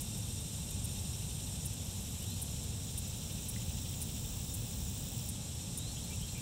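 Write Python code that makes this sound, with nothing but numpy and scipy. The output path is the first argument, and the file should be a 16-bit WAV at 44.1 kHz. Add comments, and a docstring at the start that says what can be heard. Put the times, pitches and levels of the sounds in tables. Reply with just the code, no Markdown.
"""A dense insect chorus hisses over a low far rumble, on a pond bank on a still summer day.
The insects sing by stridulation, a scraper drawn over a wing file: crickets throb in the distance,
while nearer katydids buzz, tick and rasp out short zips. A far bird gives rising whistles and a few
twitters, and something knocks once by the water. Reeds and trees scatter the short sounds."""
import sys
import numpy as np
from scipy import signal
from scipy.fft import rfft, irfft
from scipy.io import wavfile

SR = 44100
rng = np.random.default_rng(int(sys.argv[2]) if len(sys.argv) > 2 else 0)


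def store_pcm(level_fs):
    """Save levels as 16-bit WAV."""
    pcm = np.round(np.clip(level_fs, -1, 1) * 32767).astype(np.int16)
    wavfile.write(sys.argv[1], SR, np.atleast_2d(pcm).T)


N = 282681
T = np.arange(N) / SR


# Spectrum of the massed insects: f/Hz, relative level/dB
CHORUS_SPECTRUM = [(2000, -26), (2400, -21), (3050, -5), (3950, -3.5), (4550, -12), (5500, -2), (6150, -4),
                   (6650, -5.5), (7400, 1.5), (8300, 0), (10400, -12), (12900, -12), (14300, -16),
                   (15800, -22)]

def chorus(level_db=-47, flicker_db=0.39):
    """Incoherent summation: countless far insects merge into a hiss."""
    return shaped_noise(CHORUS_SPECTRUM) * undb(level_db + flicker_db * drift(27))


# Cricket voices: f/Hz, bandwidth/Hz, pulse sharpness, initial level/dB, final level/dB
CRICKET_VOICES = [(2735, 67, 1.3, -70, -78), (3650, 75, 0.85, -60.5, -68), (4063, 75, 0.64, -68, -70),
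                  (5580, 120, 3.4, -62.3, -63), (6985, 95, 6.6, -62.5, -61.5)]
# Their rhythms, in the same order: chirp rate/Hz, first chirp t/s
CRICKET_RHYTHMS = [(12.1, .038), (11.92, .051), (12.89, .001), (13.11, .076), (5.54, .005)]

def crickets():
    """Wing resonance: each far cricket throbs in a narrow band of its own."""
    out = np.zeros(N)
    for voice, (rate, first) in zip(CRICKET_VOICES, CRICKET_RHYTHMS):
        hz, width_hz, sharpness, initial_db, final_db = voice
        effort_db = np.linspace(initial_db, final_db, N) + 0.53 * drift(1)
        out += narrowband(hz, width_hz) * wingbeat(rate, sharpness, 0.05, first) * undb(effort_db)
    return out


# Spectrum of the rasp: f/Hz, relative level/dB
RASP_SPECTRUM = [(2450, -6), (2720, -0.5), (3450, 0.5), (4000, -2.5), (4600, -12), (5250, -1.5), (6100, 1),
                 (6600, -14)]
# Louder spells added to its soft song: start t/s, stop t/s, level/dB
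RASP_SPELLS = [(.55, 1.3, -63), (1.9, 2.3, -66), (2.75, 4.15, -62.5)]

def rasping_insect(initial_rate_hz=11.47, quickening_hz_per_s=0.26, soft_db=-64.5):
    """Amplitude modulation: steadily quickening wing strokes pulse a broad friction noise."""
    mean_rate = initial_rate_hz + quickening_hz_per_s * T / 2
    rasp = shaped_noise(RASP_SPECTRUM) * wingbeat(mean_rate, sharpness=4, wander=0.048, first_s=0.021)
    spells = sum(undb(db) * swell(start, stop, 0.55, 0.46) for start, stop, db in RASP_SPELLS)
    return rasp * (undb(soft_db) + spells)


def trilling_insect(level_db=-54):
    """A sharp resonance, driven at the wingbeat rate: a nearly pure trill swells, then breaks off."""
    gain = undb(level_db) * swell(-1.2, 1.5, attack_s=1.7, release_s=0.28)
    return narrowband(hz=8700, width_hz=165) * wingbeat(58.2, sharpness=0.75, wander=0.072) * gain


# Zips of the nearest katydid: t/s, level/dB
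ZIP_STROKES = [(.006, -41), (.843, -42.5), (1.654, -40.5), (2.416, -40), (2.977, -40), (3.486, -39),
               (4.016, -40.5), (4.538, -41), (5.287, -42), (5.775, -41.5)]
# Their spectrum: f/Hz, relative level/dB
ZIP_SPECTRUM = [(7200, -19), (8400, -11.5), (8750, -1), (9200, -6), (9600, -11), (10100, -5.5),
                (10900, -15.5), (12500, -12.5), (13200, -20), (13700, -12), (14400, -22), (15800, -19)]

def katydid_zips():
    """Stridulation: one pass over the file excites the wing's resonances in a short zip."""
    return file_strokes(ZIP_STROKES, ZIP_SPECTRUM, hold_s=0.015, tooth_hz=600, grit=0.23, tail_s=0.0018)


# Bouts of a second katydid: start t/s, stop t/s, level/dB
BUZZ_BOUTS = [(-.1, .7, -58), (.8, 1.56, -56.5), (1.74, 2.54, -56), (2.72, 3.6, -62)]
# Its spectrum: f/Hz, relative level/dB
BUZZ_SPECTRUM = [(9000, 0.5), (11000, -9), (11700, -4.5), (12700, -1), (13600, -12), (14400, -8),
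                 (15800, -23)]

def katydid_buzz():
    """Roughness: wing strokes too fast to hear singly fuse into bouts of buzzing."""
    gain = sum(undb(db) * swell(start, stop, 0.098, 0.05) for start, stop, db in BUZZ_BOUTS)
    return shaped_noise(BUZZ_SPECTRUM) * wingbeat(51.3, sharpness=1, wander=0.14) * gain


# Soft ticks of the same katydid: t/s, level/dB
TICK_STROKES = [(.175, -50), (.707, -47), (1.733, -49), (2.222, -48), (2.299, -49), (2.636, -51),
                (3.076, -49), (3.32, -50), (5.548, -54)]

def katydid_ticks():
    """Transient excitation: lone strokes sound the same wing resonances as the buzz."""
    return file_strokes(TICK_STROKES, BUZZ_SPECTRUM,
                        hold_s=0.0094, tooth_hz=790, grit=0.46, tail_s=0.0015)


# Spectrum of a very high katydid: f/Hz, relative level/dB
HIGH_SPECTRUM = [(9500, -20), (11500, -14.5), (13000, -13), (14000, -15), (14800, -13), (15060, -1),
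                 (15400, -9), (15800, -5)]

def high_katydid_buzz(level_db=-51.5):
    """Friction noise modulated by the wingbeat: a thin buzz swells slowly and stops dead."""
    gain = undb(level_db) * swell(2.3, 5.29, attack_s=1.95, release_s=0.02)
    return shaped_noise(HIGH_SPECTRUM) * wingbeat(63.9, sharpness=2.1, wander=0.18) * gain


def high_katydid_strokes(start_s=5.88, rate_hz=18.05, rise_s=0.16):
    """A periodic pulse train: the high katydid starts again with single strokes that grow louder."""
    times = np.arange(start_s, T[-1], 1 / rate_hz)
    levels_db = np.interp(times - start_s, [0, rise_s], [-59, -51])
    return file_strokes(zip(times, levels_db), HIGH_SPECTRUM,
                        hold_s=0.005, tooth_hz=900, grit=0.3, tail_s=0.0012)


# Bird notes: t/s, duration/s, first f/Hz, last f/Hz, level/dB, roughness (0-1)
BIRD_NOTES = [(2.185, 0.083, 2300, 3390, -55, 0.25), (2.252, .12, 3500, 4440, -51, 0.18),
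              (5.772, 0.17, 3500, 4430, -49.5, 0.27), (5.962, .031, 2900, 3140, -51.5, .5),
              (6.03, 0.045, 4150, 3970, -54, 0.3), (6.097, .045, 2330, 2310, -55.5, 0.2),
              (6.126, .023, 2550, 2730, -51, 0.17), (6.21, 0.051, 2850, 3130, -49.5, 0.5),
              (6.277, .033, 3900, 4150, -52, 0.35), (6.345, 0.055, 2350, 2300, -55, .45),
              (6.355, 0.057, 2600, 2700, -58, 0.15)]

def bird():
    """Frequency modulation: whistles glide ever more slowly and fade; pitch flutter makes some hoarse."""
    out, flutter = np.zeros(N + SR), drift(250)
    for start, duration, first_hz, last_hz, db, roughness in BIRD_NOTES:
        progress = np.linspace(0, 1, int(duration * SR))
        glide_hz = first_hz + (last_hz - first_hz) * progress * (1.4 - 0.4 * progress)
        hz = glide_hz * (1 + 0.08 * roughness * flutter[:len(progress)])
        envelope = np.sqrt(np.abs(np.sin(np.pi * progress))) * (1.45 - 0.9 * progress)
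        i = int(start * SR)
        out[i:i + len(hz)] += undb(db) * envelope * np.sin(2 * np.pi * np.cumsum(hz) / SR)
    return scatter(out[:N], wet_db=-6, t60=0.3)


# The knock and its small rebound: t/s, level/dB
KNOCK_IMPACTS = [(3.5626, -40.5), (3.5670, -53)]
# Modes of the struck body: f/Hz, relative level/dB, T60/s
STRUCK_MODES = [(1860, -4, 0.0073), (2050, -2.5, .022), (2350, -2, .006)]

def knock(attack_s=0.00049):
    """Damped free vibration: a small hard impact excites modes that die away quickly."""
    out, t = np.zeros(N), T[:SR // 20]
    ring = sum(undb(db) * np.sin(2 * np.pi * hz * t) * decay(t, t60) for hz, db, t60 in STRUCK_MODES)
    for start, db in KNOCK_IMPACTS:
        i = int(start * SR)
        out[i:i + len(t)] += undb(db) * ring * np.minimum(t / attack_s, 1)
    return scatter(out, wet_db=-7, t60=0.2)


# Spectrum of the far background: f/Hz, relative level/dB
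RUMBLE_SPECTRUM = [(12, -52), (20, -16.5), (66, -1), (99, 0.5), (140, -3.5), (211, -8.5), (337, -22.5),
                   (517, -23), (666, -28), (857, -26), (1020, -32.5), (1340, -35.5), (2100, -38),
                   (2730, -29), (4620, -120)]

def rumble(level_db=-41, wander_db=0.55, crossover_hz=260):
    """Ambient noise in two bands: the low rumble wanders a little, the air above it stays even."""
    noise = shaped_noise(RUMBLE_SPECTRUM)
    low = signal.sosfiltfilt(signal.butter(2, crossover_hz, fs=SR, output="sos"), noise)
    air = noise - low
    return low * undb(level_db + wander_db * drift(0.73)) + air * undb(level_db)


def file_strokes(strokes, spectrum, hold_s, tooth_hz, grit, tail_s):
    """Source and filter: file teeth pulse a noise burst at a random rate near tooth_hz; wings shape it."""
    out, t = np.zeros(N), T[:SR // 16]
    envelope = np.exp(-np.maximum(t - hold_s, 0) / tail_s)
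    for start, db in strokes:
        teeth = np.exp(grit * np.cos(2 * np.pi * tooth_hz * rng.uniform(0.69, 1.175) * t))
        stroke = envelope * unit_rms(teeth) * rng.standard_normal(len(t))
        i = max(int(start * SR), 0)
        out[i:i + len(t)] += undb(db) * stroke[:N - i]
    return shape(out, spectrum)


def wingbeat(rate_hz, sharpness, wander, first_s=0):
    """Quasi-periodic envelope: one scrape a cycle, the phase drifting by `wander` cycles rms."""
    cycles = rate_hz * (T - first_s) + wander * drift(1.7)
    return unit_rms(np.exp(sharpness * np.cos(2 * np.pi * cycles) / 2))


def swell(start, stop, attack_s, release_s):
    """Trapezoidal envelope: a spell of song rises from the start, holds, and fades after the stop."""
    return np.clip((T - start) / attack_s, 0, 1) * np.clip(1 - (T - stop) / release_s, 0, 1)


def scatter(x, wet_db, t60):
    """Diffuse reflection: reeds and trees add a thin tail to the direct sound."""
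    t = T[:SR // 2]
    tail = rng.standard_normal(len(t)) * decay(t, t60)
    return x + undb(wet_db) * signal.fftconvolve(x, tail / np.linalg.norm(tail))[:N]


def narrowband(hz, width_hz):
    """Multipath blurring: a tone becomes noise within one resonance."""
    f = np.arange(N // 2 + 1) * SR / N
    resonance = 1 / (1 + ((f - hz) / (width_hz / 2)) ** 2)
    return unit_rms(irfft(rfft(rng.standard_normal(N)) * resonance, N))


def shape(x, spectrum):
    """Linear filtering by a spectrum with steep skirts; white input keeps its power."""
    hz, db = np.transpose(spectrum)
    f = np.maximum(np.arange(N // 2 + 1) * SR / N, 1)
    skirts = np.minimum(f / hz[0], 1) ** 6 * np.minimum(hz[-1] / f, 1) ** 6
    response = undb(np.interp(np.log(f), np.log(hz), db)) * skirts
    return irfft(rfft(x) * unit_rms(response), N)


def shaped_noise(spectrum):
    """Gaussian noise with the given spectrum and about unit power."""
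    return shape(rng.standard_normal(N), spectrum)


def drift(rate_hz):
    """Low-pass random process of rms 1, changing about rate_hz times a second."""
    f = np.arange(N // 2 + 1) * SR / N
    return unit_rms(irfft(rfft(rng.standard_normal(N)) * np.exp(-(f / rate_hz) ** 2) * (f > 0), N))


def decay(t, t60):
    """Exponential damping, 60 dB in t60 seconds."""
    return np.exp(-np.log(1000) * t / t60)


def undb(db):
    """Level in decibels to amplitude ratio."""
    return 10 ** (np.asarray(db) / 20)


def unit_rms(x):
    """Normalisation to rms 1."""
    return x / np.sqrt(np.mean(x ** 2) + 1e-20)


def scene():
    """Superposition: all sources add at one point, the same in both channels."""
    distant = rumble() + chorus() + crickets() + rasping_insect()
    buzzes = trilling_insect() + katydid_buzz() + high_katydid_buzz()
    strokes = katydid_zips() + katydid_ticks() + high_katydid_strokes()
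    mono = distant + buzzes + scatter(strokes, wet_db=-16, t60=0.085) + bird() + knock()
    return np.array([mono, mono])


def record(dry):
    """Band limiting: a steep low-pass filter removes the highest treble."""
    cutoff_hz = 15740
    return signal.sosfiltfilt(signal.ellip(12, 0.05, 60, cutoff_hz, fs=SR, output="sos"), dry)


dry = scene()
out = record(dry)
store_pcm(out)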